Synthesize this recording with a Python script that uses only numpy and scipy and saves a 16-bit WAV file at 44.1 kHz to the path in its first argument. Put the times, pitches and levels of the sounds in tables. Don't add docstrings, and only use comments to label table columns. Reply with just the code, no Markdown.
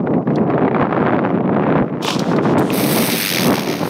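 import sys
import numpy as np
from scipy import signal
from scipy.fft import rfft, irfft, next_fast_len
from scipy.io import wavfile
from scipy.ndimage import uniform_filter1d, minimum_filter1d

SR = 44100
rng = np.random.default_rng(int(sys.argv[2]) if len(sys.argv) > 2 else 0)


def gain_from_db(level_db):
    decades = np.asarray(level_db, float) / 20
    return 10 ** decades


def generate_wav(signal):
    frames = np.transpose(np.atleast_2d(signal))
    scaled = np.clip(frames, -1, 1) * 32767
    pcm = np.round(scaled).astype(np.int16)
    wavfile.write(sys.argv[1], SR, pcm)


N = 171549
TIME = np.arange(N) / SR


def curve(table, column):
    a = np.array(table, float)
    return np.interp(TIME, a[:, 0], a[:, column])


def unit(x):
    return x / np.sqrt(np.mean(x ** 2))


def band(x, lo, hi):
    n = next_fast_len(N)
    f = np.arange(n // 2 + 1) * SR / n
    return irfft(rfft(x, n) * ((f >= lo) & (f < hi)), n)[:N]


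def colour(x, table, lo=20., hi=20000.):
    a = np.array(table, float)
    f = np.maximum(np.arange(4097) * SR / 8192, 1)
    log_gain = np.interp(np.log(f), np.log(a[:, 0]), a[:, 1]) * np.log(10) / 20
    cepstrum = irfft(log_gain)
    cepstrum[1:4096] *= 2
    cepstrum[4097:] = 0
    impulse = irfft(np.exp(rfft(cepstrum)))[:4096]
    y = signal.fftconvolve(x, impulse)[:N]
    return y / np.std(band(y, lo, hi))


def walk(rate):
    k = int(SR / rate)
    held = np.repeat(rng.standard_normal(N // 100), k)[:N]
    return 1.3 * uniform_filter1d(uniform_filter1d(held, k), k)


def grains(per_s, spread_db, smear_s, bed):
    chance, size = rng.random((2, N))
    size_db = np.minimum(-spread_db * np.log(size + 1e-9), 3 * spread_db)
    hits = (chance < per_s / SR) * gain_from_db(size_db)
    env = signal.lfilter([1], [1, -np.exp(-1 / (SR * smear_s))], hits)
    bursts = unit(env * rng.standard_normal(N)) + bed * rng.standard_normal(N)
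    return bursts, unit(env)


# time in seconds, level of the low spray in dB, of the high in dB.
SPLASH_LEVELS = [(2.7, -41, -62.5), (2.716, -34, -50), (2.736, -30.5, -27), (2.974, -25.5, -22.5),
                 (3.1, -28, -26), (3.12, -23.5, -23.5), (3.434, -22, -27), (3.64, -34.5, -36.5),
                 (3.648, -36.5, -40), (3.73, -30.5, -37), (3.82, -38, -44.5), (3.866, -38, -38),
                 (3.89, -37, -39)]
# frequency in Hz, relative density in dB per Hz.
SPRAY_COLOUR = [(600, -27), (1000, -13), (1500, -8.5), (2260, -2), (3090, -7.5), (3760, -5.5), (5500, -8.5),
                (6500, -12), (7200, -28), (7900, -11), (9890, -7), (11600, -12), (13400, -4), (15500, -13)]
# time in seconds, mean beats per second,
# nominal depth in dB.
THROB = [(3.1, 100, 0), (3.2, 100, 7), (3.29, 97, 16), (3.32, 85, 16), (3.45, 83, 15), (3.55, 79, 11),
         (3.75, 73, 10), (3.8, 72, 2)]
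SPLIT_HZ = 7200
THROB_PHASE_RAD, TREBLE_LAG_RAD = 0.13, 0.74


def splash():
    drops, _ = grains(1500, spread_db=5.0, smear_s=0.00031, bed=1.12)
    spray = colour(drops, SPRAY_COLOUR)
    beats_per_s = curve(THROB, 1) * (TIME > THROB[0][0]) * (1 + 0.0076 * walk(30))
    phase = 2 * np.pi * np.cumsum(beats_per_s) / SR + THROB_PHASE_RAD
    depth = curve(THROB, 2) * gain_from_db(1.0 * walk(48))
    out = 0
    # low edge in Hz, high edge in Hz, lag in radians, share of the nominal depth, level column
    bands = [(0, SPLIT_HZ, 0, .5, 1), (SPLIT_HZ, SR, TREBLE_LAG_RAD, .552, 2)]
    for lo, hi, lag, share, column in bands:
        part = band(spray, lo, hi)
        part = part / np.std(band(part, 2500, 15500))
        swing = np.sin(phase - lag) + 0.63 * np.sin(phase - lag + np.pi / 2)
        beat = gain_from_db(depth * swing * share)
        beat = beat / np.sqrt(np.abs(uniform_filter1d(beat ** 2, size=2000)))
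        out = out + part * beat * gain_from_db(curve(SPLASH_LEVELS, column) + 1.4 * walk(20))
    return out * (TIME > SPLASH_LEVELS[0][0])


# start in seconds, ring level in dB
# before its decay, nominal ring pitch in Hz, time to fall 60 dB in seconds, crack level in dB and
# thud level in dB, these two relative to the ring.
KNOCKS = [(.357, -28.5, 4260, 0.033, -28.5, -21), (2.029, -25.5, 5200, 0.022, -7.5, -10),
          (2.048, -21.5, 3020, 0.021, -7, 7), (2.08, -12, 3300, 0.032, -15.5, 4),
          (2.104, -20.5, 3460, 0.035, -14, 9), (2.193, -14.5, 4830, 0.0194, -18.5, -14),
          (2.364, -27.5, 4350, 0.018, -21, -20), (2.593, -27, 3460, 0.011, 0, -20),
          (2.703, -14.5, 2780, 0.013, -21.5, -20)]


def knocks():
    out = np.zeros(N)
    t = np.arange(SR // 10) / SR
    for start, db, hz, t60, crack_db, thud_db in KNOCKS:
        noise = rng.standard_normal((3, len(t)))
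        ring_filter = signal.butter(2, [hz * 0.73, hz * 1.14], "band", fs=SR)
        ring = unit(signal.lfilter(*ring_filter, noise[0]))
        crack = np.diff(noise[1], prepend=0) * np.exp(-t / 0.0039)
        thud_filter = signal.butter(2, [457.8, 1308], "band", fs=SR)
        thud = unit(signal.lfilter(*thud_filter, noise[2]))
        decay = np.exp(-np.log(1000) * t / t60)
        attack = np.minimum(t / 0.00036, 1)
        knock = ((ring + gain_from_db(thud_db) * thud) * decay + gain_from_db(crack_db) * crack) * attack
        i = int(start * SR)
        out[i:i + len(t)] += gain_from_db(db) * knock
    return out


# time in seconds, level in dB relative to RATTLE_DB.
RATTLE = [(2.0, -78), (2.012, -56.5), (2.026, -38), (2.086, -25.5), (2.154, -33.5), (2.184, -44),
          (2.192, -35.5), (2.23, -43.5), (2.324, -41), (2.356, -54), (2.362, -44), (2.412, -61),
          (2.43, -43.5), (2.534, -44), (2.58, -90)]
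# frequency in Hz, relative density in dB per Hz.
BOARD_COLOUR = [(650, -20.5), (1000, 5), (1600, -12), (1930, -24), (2400, -0.5), (2670, -2), (3480, 0),
                (3950, -3), (4570, -5.5), (5340, -4.5), (7230, -14), (12100, -26), (15500, -32.5)]
RATTLE_DB = 1.5


def board():
    chatter, _ = grains(700, spread_db=4.5, smear_s=.0012, bed=0)
    level_db = curve(RATTLE, 1)
    rough = np.clip((level_db + 48.0) / 20., .25, 1)
    on = (TIME > RATTLE[0][0]) & (TIME < RATTLE[-1][0])
    rattle = colour(rough * chatter + .7 * rng.standard_normal(N), BOARD_COLOUR, 3000., 6500.)
    return rattle * gain_from_db(level_db + RATTLE_DB) * on


# time in seconds, level in dB.
FIZZ = [(2.575, -103), (2.582, -43), (2.6, -52.5), (2.64, -54), (2.715, -51)]
# frequency in Hz, relative density in dB per Hz.
FIZZ_COLOUR = [(1470, 2), (2500, -4), (3120, 0.5), (5360, -10), (9010, -7.5), (15500, -30.5)]


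def fizz():
    drops, _ = grains(2200, spread_db=8.0, smear_s=.0004, bed=1.7)
    on = (TIME > FIZZ[0][0]) & (TIME < FIZZ[-1][0])
    return colour(drops, FIZZ_COLOUR, 9540.0, 15500.) * gain_from_db(curve(FIZZ, 1)) * on


# time in seconds, rumble level in dB, flutter drive in dB.
GUSTS = [(0.0, -14, -25.5), (0.02, -19.5, -41.5), (0.11, -14, -36.5), (0.18, -11, -36.5),
         (0.25, -27.5, -45.5), (0.28, -13.5, -33.5), (0.41, -15.5, -34), (0.66, -10.5, -20.5),
         (0.69, -17.5, -35.5), (0.82, -10.5, -15.5), (0.86, -23, -26.5), (0.91, -23, -25),
         (0.99, -14.5, -15.5), (1.29, -16, -28), (1.79, -13, -19), (1.93, -22, -34), (2.13, -20.5, -32.5),
         (2.39, -14, -21), (2.41, -17, -26), (2.5, -12, -20), (2.82, -17, -27.5), (2.96, -12.5, -23.5),
         (3.26, -27, -41), (3.51, -10.5, -23), (3.57, -18.5, -26), (3.77, -23, -33), (3.8, -18.5, -25.5),
         (3.89, -25, -35)]
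# frequency in Hz, relative density in dB per Hz.
RUMBLE_COLOUR = [(20, -48.5), (40, -45), (76, -22), (130, -3.5), (166, 1), (300, -1.5), (450, -6.5),
                 (700, -13.5), (1200, -25.5), (2500, -69), (6000, -92)]
# frequency in Hz, relative density in dB per Hz.
FLUTTER_COLOUR = [(50, -50), (100, -6), (200, -5.5), (400, -2), (700, -2), (1200, -7), (2300, -20.5),
                  (3800, -38), (6000, -59), (8000, -68.5), (15500, -107)]
# start in seconds, peak of the driving envelope in dB.
BUFFETS = [(0.072, -18.5), (0.138, -19), (0.273, -18.5), (0.304, -18.5), (0.383, -18), (0.501, -12),
           (0.579, -10.5), (0.679, -7), (0.712, -17), (0.746, -9.5), (0.764, -12.5), (0.796, -11),
           (0.813, -4.5), (0.824, -8), (0.925, -5.5), (0.974, -15.5), (1.145, -12.5), (1.191, -12.5),
           (1.564, -13), (1.635, -14.5), (1.754, -14.5), (2.333, -17), (2.387, -9.5), (2.455, -12),
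           (2.495, -13.5)]
EDDIES_PER_S, EDDY_SPREAD_DB, EDDY_S = 450, 4.8, .0006
BUFFET_S, BUFFET_SNAP = 0.0039, 4.2


def wind():
    bursts, puffs = grains(EDDIES_PER_S, EDDY_SPREAD_DB, EDDY_S, bed=.22)
    shake = walk(30.22)
    push = unit(rng.standard_normal(N) * gain_from_db(1.5 * walk(60)) + 0.44 * bursts)
    rumble = colour(push * gain_from_db(.6 * shake), RUMBLE_COLOUR, 100., 500.) * gain_from_db(curve(GUSTS, 1))
    snaps = 1.4 * np.diff(puffs, prepend=0)
    eddies = unit((bursts + snaps) * gain_from_db(2.48 * shake)) * gain_from_db(curve(GUSTS, 2))
    strong = sum(gain_from_db(db) * (TIME >= s) * np.exp(-np.abs(TIME - s) / BUFFET_S) for s, db in BUFFETS)
    drive = eddies + strong * rng.standard_normal(N) + BUFFET_SNAP * np.diff(strong, prepend=0)
    flutter = np.std(drive) * colour(drive, FLUTTER_COLOUR, 700., 1800.)
    return rumble + flutter


# centre in seconds, envelope peak in dB.
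THUMPS = [(.82, -18), (1.82, -19), (2.72, -28), (3.5, -20)]
THUMP_HZ, THUMP_S = 45, .01


def thumps():
    out = np.zeros(N)
    for centre, db in THUMPS:
        t = TIME - centre
        out += gain_from_db(db) * np.exp(-(t / THUMP_S) ** 2) * np.sin(2 * np.pi * THUMP_HZ * t)
    return out


# frequency in Hz, relative density in dB per Hz.
HISS_COLOUR = [(1000, -10), (3000, 0), (5500, 2), (7500, -10), (11500, -12), (13000, -5), (15500, -10)]
HISS_DB = -70


def hiss():
    return gain_from_db(HISS_DB + 3.7 * walk(19.0)) * colour(rng.standard_normal(N), HISS_COLOUR)


def scene():
    background = hiss()
    mono = wind() + board() + knocks() + fizz() + splash() + background + thumps()
    return np.array([mono, mono])


def low_pass(x):
    return signal.sosfilt(signal.butter(12, 15770, fs=SR, output="sos"), x)


CEILING, LIMIT_S = .62, .004
LOW_CUT_HZ, TOP_HZ = 115, 15700


def record(dry):
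    k = int(LIMIT_S * SR)
    gain = minimum_filter1d(np.minimum(1, CEILING / (np.abs(dry) + 1e-9)), k)
    held = dry * uniform_filter1d(uniform_filter1d(gain, k // 2), k // 2)
    low_cut = signal.butter(1, LOW_CUT_HZ, "high", fs=SR, output="sos")
    high_cut = signal.ellip(10, .2, 70, TOP_HZ, fs=SR, output="sos")
    mix = signal.sosfilt(high_cut, signal.sosfilt(low_cut, held))
    return low_pass(mix)


dry = scene()
out = record(dry)
generate_wav(out)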